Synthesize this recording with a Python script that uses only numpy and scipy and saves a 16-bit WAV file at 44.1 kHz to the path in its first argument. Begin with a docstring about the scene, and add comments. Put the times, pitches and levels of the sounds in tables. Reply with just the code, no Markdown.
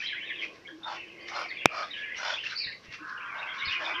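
"""Outdoor air, a faint hum and drone, and chirping songbirds, near and far, fill a yard from the start.
A duck on bare ground puffs softly; from 0.9 s it also hisses in hoarse, voiceless huffs,
turbulent air ringing in its throat and bill. One sharp click hits the microphone at 1.7 s.
From 2.7 s the duck's steps thump softly; from 3 s a far bird gives one long rasping call."""
import sys
import numpy as np
from scipy import signal
from scipy.fft import rfft, irfft, next_fast_len
from scipy.io import wavfile
from scipy.ndimage import map_coordinates

SR = 44100
rng = np.random.default_rng(int(sys.argv[2]) if len(sys.argv) > 2 else 0)


def pcm_store(signal):
    """Save signal as 16-bit PCM."""
    levels = np.round(np.clip(np.atleast_2d(signal), -1, 1) * 32767)
    wavfile.write(sys.argv[1], SR, levels.astype(np.int16).T)


N = 176400


def amp(db):
    """Decibels to gain."""
    return 10 ** (np.asarray(db) / 20)


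def unit(x):
    """Scale to rms 1."""
    return x / np.sqrt(np.mean(x ** 2) + 1e-20)


def along(points, hz):
    """Interpolate (frequency [Hz], value) points on a log frequency axis."""
    f, v = np.transpose(points)
    return np.interp(np.log(hz + 1), np.log(f + 1), v)


def curves(rows):
    """Per-sample curve for each column after the time."""
    times_s, *columns = np.transpose(rows)
    return [np.interp(np.arange(N) / SR, times_s, column) for column in columns]


def wobble(rate_hz):
    """Smooth random curve, rate_hz knots a second."""
    knots = rng.standard_normal(int(N * rate_hz / SR) + 4)
    return map_coordinates(knots, [np.arange(N) * rate_hz / SR])


def filtered(x, response):
    """Apply a frequency response."""
    size = next_fast_len(N + SR // 2)
    return irfft(rfft(x, size) * response(np.fft.rfftfreq(size, 1 / SR)), size)[:N]


def noise(spectrum):
    """Noise of rms 1, coloured by (frequency [Hz], level [dB])."""
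    return unit(filtered(rng.standard_normal(N), lambda f: amp(along(spectrum, f))))


def resonant(peaks):
    """Noise of rms 1 in steep resonances (centre [Hz], width [Hz], level [dB])."""
    out = np.zeros(N)
    for hz, width_hz, db in peaks:
        band = filtered(rng.standard_normal(N),
                        lambda f: (f * width_hz / (hz * hz - f * f + 1j * f * width_hz)) ** 2)
        out += amp(db) * unit(band)
    return unit(out)


def gate(start_s, length_s, attack_s, release_s):
    """Smooth rise around the start, smooth fall around the end."""
    t = np.arange(N) / SR - start_s
    return (1 + np.tanh(2 * t / attack_s)) * (1 + np.tanh(2 * (length_s - t) / release_s)) / 4


def add(track, start_s, sound):
    """Mix a sound in place."""
    part = track[max(0, int(start_s * SR)):][:len(sound)]
    part += sound[:len(part)]


def yard(x):
    """Scattered echoes from walls and trees; a new tail per overlapping block."""
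    # Echo decay (frequency [Hz], t60 [s])
    decay = [(200, 0.24), (2500, 0.18), (5000, 0.37), (10000, 0.091)]
    out, hop = np.zeros(N + SR), SR // 4
    x = np.pad(x, (hop, 3 * hop))
    window = np.sin(np.linspace(0, np.pi, 2 * hop))
    for i in range(0, N + hop, hop):
        hz, t, bins = signal.stft(rng.standard_normal(SR // 2), SR, nperseg=256)
        tail = signal.istft(bins * amp(-60 * t / along(decay, hz)[:, None]), SR, nperseg=256)[1]
        add(out, i / SR, signal.fftconvolve(window * x[i:i + 2 * hop], tail / np.linalg.norm(tail)))
    return out[hop:hop + N]


def background():
    """Outdoor air, a wavering hum and a far drone."""
    # Far hum (time [s], pitch [Hz], level [dB])
    hum_track = [(0, 342.7, -69.5), (.45, 331.8, -56), (.69, 335, -67), (.735, 342, -45.5),
                 (.85, 336.2, -61.5), (1.25, 344.6, -56), (1.45, 336.4, -60), (2.97, 318.3, -86.5),
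                 (3.02, 308.6, -44.5), (3.1, 314, -81), (3.7, 329.3, -71.5), (3.82, 336, -55.5),
                 (4, 332.5, -51.5)]
    # Outdoor air (frequency [Hz], level [dB])
    air_spectrum = [(15, -47.5), (25, -14.5), (111, -1.5), (354, -3), (860, -11), (1070, -6), (1400, -13),
                    (1630, -2), (1890, -18), (2220, -13.5), (4030, -14), (5570, -15), (8140, -34),
                    (12900, -38), (16000, -45.5)]
    # Drone resonances (centre [Hz], width [Hz], level [dB])
    drone_peaks = [(490, 280, 7), (1094, 120, 0)]
    # Drone envelope (time [s], level [dB])
    drone_levels = [(0, -72.5), (.45, -53.5), (.8, -67.5), (1.2, -58), (2, -59), (2.7, -64), (3, -68),
                    (4, -59.5)]
    hum_hz, hum_db = curves(hum_track)
    tone = np.sin(2 * np.pi * np.cumsum(hum_hz * (1 + 0.0566 * wobble(rate_hz=90))) / SR)
    air = amp(-58 + 0.25 * wobble(rate_hz=3.2)) * noise(air_spectrum)
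    hum = amp(hum_db + 0.95 * wobble(rate_hz=27)) * unit(tone)
    drone = amp(curves(drone_levels)[0] + 2 * wobble(rate_hz=19)) * resonant(drone_peaks)
    return air + hum + drone


def chirp(length_s, first_hz, last_hz, waver):
    """Arched, wavering glide, roughened every few cycles: high notes rasp more broadly."""
    arch, waver_depth, shimmer_db = 0.021, .012, 4
    rasp_depth, rasp_cycles = .3, 4.5
    u = np.linspace(0, 1, int(length_s * SR))
    bow, waver = np.sin(np.pi * u), waver[:len(u)]
    glide_hz = first_hz * (last_hz / first_hz) ** u
    cycles = np.cumsum(glide_hz * (1 + arch * (bow - .5) + waver_depth * waver)) / SR
    rasp_sin, rasp_cos = (rasp_depth * map_coordinates(knots, [cycles / rasp_cycles])
                          for knots in rng.standard_normal((2, 200)))
    tone = (1 + rasp_sin) * np.sin(2 * np.pi * cycles) + rasp_cos * np.cos(2 * np.pi * cycles)
    return unit(bow * amp(shimmer_db * waver[::-1]) * tone)


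def songbirds():
    """Nearer birds' notes, half lost in their echoes."""
    # Bird notes (start [s], length [s], first pitch [Hz], last pitch [Hz], level [dB])
    notes = [(0, 0.031, 2584, 2426, -42.5), (.005, 0.04, 1440, 2120, -51.5),
             (0.019, 0.05, 2960, 3210, -41.5), (0.054, 0.035, 3495, 4270, -45.5),
             (0.075, 0.029, 4130, 2366, -42.5), (0.095, 0.037, 2410, 2080, -43.5),
             (0.124, 0.057, 3210, 3290, -50.5), (0.147, 0.062, 1780, 2400, -45.5),
             (0.198, 0.036, 2390, 2115, -47), (0.04, 0.016, 4890, 5220, -56),
             (0.222, 0.022, 2995, 3090, -47), (.25, .02, 3626, 3640, -49.5),
             (0.269, 0.044, 2697, 2053, -43.5), (0.283, 0.059, 3750, 2660, -47),
             (0.299, 0.028, 2220, 1620, -43), (0.123, 0.029, 1750, 1526, -43),
             (0.331, 0.035, 2300, 3700, -46), (0.374, 0.061, 3484, 2784, -43.5),
             (0.408, 0.038, 2243, 2010, -44.5), (0.418, 0.037, 2393, 2486, -38),
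             (0.648, 0.025, 2235, 2155, -53), (0.668, 0.018, 3060, 3344, -51),
             (0.679, 0.024, 1607, 1700, -47), (0.831, 0.0244, 3616, 3620, -46.5),
             (0.974, 0.093, 2800, 2430, -53), (1.093, 0.051, 2663, 2470, -59),
             (1.165, 0.06, 2247, 1943, -55), (1.201, 0.042, 4470, 4740, -61),
             (1.347, 0.015, 4080, 4220, -47.5), (1.43, 0.05, 2310, 2165, -48),
             (1.483, 0.021, 4740, 4200, -52), (1.487, 0.056, 1810, 2220, -46.5),
             (1.496, 0.03, 4180, 3000, -55), (1.553, 0.037, 1997, 2735, -49),
             (1.567, 0.035, 3500, 3260, -50), (1.599, 0.047, 2980, 2054, -45),
             (1.675, 0.036, 2220, 2580, -49.5), (1.825, 0.03, 3176, 3710, -49.5),
             (1.901, 0.031, 3780, 3580, -47), (1.928, 0.039, 3330, 2380, -43),
             (1.963, 0.046, 3280, 3230, -48), (1.928, 0.22, 1682, 1689, -48.5),
             (2.008, 0.049, 3100, 2014, -46), (2.086, 0.088, 1858, 2160, -46),
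             (2.139, 0.035, 3090, 2650, -49.5), (2.335, 0.016, 3260, 3535, -39.5),
             (2.356, 0.057, 2197, 3230, -42.5), (2.407, 0.037, 3250, 2630, -46),
             (2.432, 0.018, 1750, 1770, -46), (2.449, 0.025, 2423, 2860, -39),
             (2.492, 0.026, 3950, 4056, -48), (2.507, 0.041, 1746, 1236, -46.5),
             (2.55, 0.0606, 4480, 4520, -38.5), (2.569, 0.045, 5350, 4644, -46),
             (2.592, 0.047, 4800, 4096, -41.5), (2.597, 0.053, 2597, 2085, -45),
             (2.632, 0.024, 4400, 3650, -38), (2.645, 0.071, 1977, 1770, -45),
             (2.715, 0.032, 2164, 2040, -45.5), (3.166, 0.023, 2965, 2800, -54),
             (3.2, 0.042, 2274, 2790, -49.5), (3.268, 0.079, 2615, 2075, -52),
             (3.378, 0.035, 3550, 3830, -54), (3.416, 0.03, 2674, 2430, -42),
             (3.466, 0.076, 3115, 3330, -50), (3.468, 0.029, 2084, 2093, -43),
             (3.576, 0.061, 4140, 3290, -51.5), (3.594, 0.079, 1975, 2457, -43),
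             (3.642, 0.026, 4060, 4390, -47.5), (3.646, 0.039, 5270, 4080, -47),
             (3.666, 0.047, 4080, 3140, -46), (3.67, 0.07, 2376, 2640, -43),
             (3.713, 0.037, 2910, 2770, -37.5), (3.725, 0.058, 2470, 2400, -40.5),
             (3.841, 0.038, 3755, 3345, -42.5), (3.887, 0.039, 2360, 2210, -43),
             (3.939, 0.03, 3003, 3263, -41.5), (3.969, .03, 2066, 2040, -46)]
    out, waver = np.zeros(N), wobble(rate_hz=450)
    for start_s, length_s, first_hz, last_hz, db in notes:
        note = chirp(length_s, first_hz, last_hz, np.roll(waver, -int(start_s * SR)))
        add(out, start_s, amp(db) * note)
    return amp(2.5) * out + yard(out)


def flock(count=480, centre_hz=2359, log_spread=.2, note_s=.04, direct_db=-12.5):
    """Many far chirps blurred by echoes."""
    # Flock envelope (time [s], level [dB])
    levels = [(0, -39.5), (.44, -44.5), (.52, -59), (.8, -71), (.98, -44), (1.12, -56), (1.26, -46),
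              (1.45, -44.5), (1.7, -42), (1.88, -50), (2.0, -42), (2.5, -50), (2.68, -44.5), (2.8, -70),
              (2.93, -43), (3.1, -67.5), (3.26, -46.5), (3.55, -44.5), (3.7, -37.5), (4, -38.5)]
    out, waver = np.zeros(N), wobble(rate_hz=400)
    for k, offsets in enumerate(rng.standard_normal((count, 2))):
        first_hz, last_hz = centre_hz * np.exp(log_spread * np.clip(offsets, -2, 2))
        start_s = (k + rng.random()) / count * N / SR
        add(out, start_s, chirp(note_s, first_hz, last_hz, np.roll(waver, k * SR // 7)))
    return amp(curves(levels)[0]) * unit(amp(direct_db) * out + yard(out))


def duck():
    """Turbulent air in windpipe, throat and bill; huffs swell, flutter and ring hollow, like a tube."""
    # Soft puffs (start [s], length [s], level [dB])
    puffs = [(-0.02, 0.085, -45.5), (0.409, 0.059, -47), (0.54, 0.02, -51.5), (1.286, 0.011, -36),
             (1.958, 0.068, -55.5), (2.162, 0.042, -42.5), (2.437, 0.11, -41), (2.843, 0.02, -46.5),
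             (2.924, 0.031, -42), (3.079, 0.056, -52.5), (3.536, .11, -52.5), (3.702, 0.051, -41.5)]
    # Puff air (frequency [Hz], level [dB])
    puff_spectrum = [(300, -29.5), (1200, 3.5), (1900, 15), (2600, 7), (3900, 5), (5000, 4), (5800, 3),
                     (6500, -12.5), (7400, -17), (8300, -45.5), (13000, -39)]
    # Huffs (start [s], length [s], level [dB], throat resonance 1 [Hz], resonance 2 [Hz],
    # resonance 2 level [dB], bill ring [dB], air [dB], air growth [dB], swell [dB], comb delay [s])
    huffs = [(0.858, 0.1, -38.5, 883, 1370, -1, -26, -13, 13, 0, 0.002),
             (1.328, .12, -35, 694, 1210, 3.5, -10, -6.5, -6.5, 1, 0.0022),
             (1.729, 0.12, -35.5, 737, 1290, 5.5, -9, -13.5, 0, 1, 0.0017),
             (2.196, .15, -39, 860, 1455, 5, -5, -6, 15, 0, 0.002),
             (3.327, 0.19, -43.5, 902, 1510, 1.5, -29, -13, -4.5, 1, 0.00177),
             (3.805, 0.13, -39, 762, 1360, 0, -10.5, -5, -9, 0.5, 0.002)]
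    # Windpipe resonance (centre [Hz], width [Hz], level [dB])
    windpipe = (636, 127, -10)
    # Open-bill resonances (centre [Hz], width [Hz], level [dB])
    bill_peaks = [(2270, 290, 2), (3050, 190, -13), (4260, 230, -4.5), (4875, 430, -2), (5460, 730, -6)]
    # Air rushing through the bill (frequency [Hz], level [dB])
    air_spectrum = [(100, -15), (350, -46.5), (600, 11.5), (1800, 9), (2600, 3), (3400, 9.5), (4000, -0.5),
                    (5600, 0), (6400, -12.5), (7300, -16), (8200, -58), (10500, -60.5), (12500, -65)]
    # Thin sizzles at the bill (start [s], length [s], centre [Hz], width [Hz], level [dB])
    sizzles = [(.875, .07, 4380, 220, -54), (1.289, .015, 5900, 500, -51), (1.385, .035, 10100, 1100, -71),
               (2.172, .03, 5850, 500, -49)]
    width1_hz, width2_hz, top_hz = 290, 354, 7700
    hiss_swell_db, flutter_db, comb_gain = 2.5, 2.1, .3
    out, t = np.zeros(N), np.arange(N) / SR
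    air, puff = noise(air_spectrum), noise(puff_spectrum)
    for start_s, length_s, db, f1_hz, f2_hz, f2_db, bill_db, air_db, growth_db, swell_db, comb_s in huffs:
        u = np.clip((t - start_s) / length_s, 0, 1)
        swell = np.sin(np.pi * u) - .5
        throat = resonant([windpipe, (f1_hz, width1_hz, 0), (f2_hz, width2_hz, f2_db)])
        hiss = amp(bill_db) * resonant(bill_peaks) + amp(air_db + growth_db * u) * air
        envelope = amp(db + swell_db * swell) * gate(start_s, length_s, attack_s=.064, release_s=.058)
        huff = envelope * (throat + amp(hiss_swell_db * swell) * hiss)
        out += filtered(huff, lambda f: 1 + comb_gain * np.exp(-2j * np.pi * f * comb_s))  # hollow tone
    for start_s, length_s, db in puffs:
        out += amp(db) * gate(start_s, length_s, attack_s=.028, release_s=.035) * puff
    out = filtered(out, lambda f: 1 / np.sqrt(1 + (f / top_hz) ** 20))
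    for start_s, length_s, hz, width_hz, db in sizzles:
        envelope = amp(db) * gate(start_s, length_s, attack_s=.012, release_s=.02)
        out += envelope * resonant([(hz, width_hz, 0)])
    return out * amp(flutter_db * wobble(rate_hz=260))


def click(start_s=1.6574, drive_db=5.5, rise_s=0.00025, low_cut_hz=157):
    """One hard, briefly ringing tick that overloads the microphone."""
    # Ringing modes (frequency [Hz], level [dB], t60 [s])
    modes = [(156, -31.5, 0.049), (346, -21, 0.014), (800, 7.5, 0.003), (1272, 4, 0.0035),
             (2363, 2, 0.0056), (3530, 3.5, 0.0028), (5500, -12.5, 0.0054)]
    out, t = np.zeros(N), np.arange(SR // 20) / SR
    ring = sum(amp(db - 60 * t / t60_s) * np.sin(2 * np.pi * hz * t) for hz, db, t60_s in modes)
    add(out, start_s, np.tanh(amp(drive_db) * ring * (1 - np.exp(-t / rise_s))))
    return signal.sosfilt(signal.butter(2, low_cut_hz, "high", fs=SR, output="sos"), out)


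def thumps(rise_s=0.0027, t60_s=0.15):
    """Dull, short bumps as the duck steps about."""
    # Steps (time [s], level [dB])
    steps = [(2.664, -46.5), (2.885, -50), (3.635, -59), (3.672, -45)]
    # Thud (frequency [Hz], level [dB])
    spectrum = [(25, -8.5), (60, -7.5), (110, 6), (200, -17), (500, -21), (2000, -84)]
    envelope, t = np.zeros(N), np.arange(N) / SR
    for peak_s, db in steps:
        rise = np.clip((t - peak_s) / rise_s + 1, 0, 1)
        envelope += rise * amp(db - 60 * np.maximum(t - peak_s, 0) / t60_s)
    return envelope * noise(spectrum)


def far_call(jitter=.032, width_hz=330, noise_gain=.55, rise_s=.01):
    """Long hoarse cry: smeared harmonics sink under a resonance that lifts briefly, then falls."""
    # Cry (time [s], pitch [Hz], level [dB], resonance [Hz])
    track = [(2.98, 218.5, -54.5, 1330), (3.04, 210.5, -42.5, 1480), (3.09, 210.6, -38.5, 1563),
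             (3.2, 201.9, -39, 1380), (3.4, 191.6, -43, 1360), (3.6, 184.7, -40, 1340),
             (3.8, 178, -42.5, 1330), (4, 170.9, -39, 1290)]
    # Band of the cry (frequency [Hz], level [dB])
    band = [(600, -50.5), (900, -11), (1060, 2), (1300, -6.5), (1620, 2.5), (1800, -12), (2600, -38),
            (5000, -63)]
    hz, db, centre_hz = curves(track)
    voice = np.zeros(N)
    for k in range(4, 12):
        cycles = k * np.cumsum(hz * (1 + jitter * wobble(rate_hz=150))) / SR
        voice += np.sin(2 * np.pi * cycles) / (1 + ((k * hz - centre_hz) / width_hz) ** 2)
    cry = unit(filtered(yard(unit(voice)), lambda f: amp(along(band, f))))
    onset = np.clip((np.arange(N) / SR - track[0][0]) / rise_s, 0, 1)
    return onset * amp(db) * unit(cry + noise_gain * noise(band))


def scene():
    """Duck close by, birds farther off; mono."""
    hiss = duck()
    animals = hiss + amp(-8.5) * yard(hiss) + songbirds() + flock() + far_call()
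    return (animals + background() + thumps() + click())[None]


def record(dry):
    """Recorder band limit: steep low-pass."""
    top_hz = 15400
    return signal.sosfilt(signal.ellip(10, .1, 80, top_hz, fs=SR, output="sos"), dry)


dry = scene()
out = record(dry)
pcm_store(out)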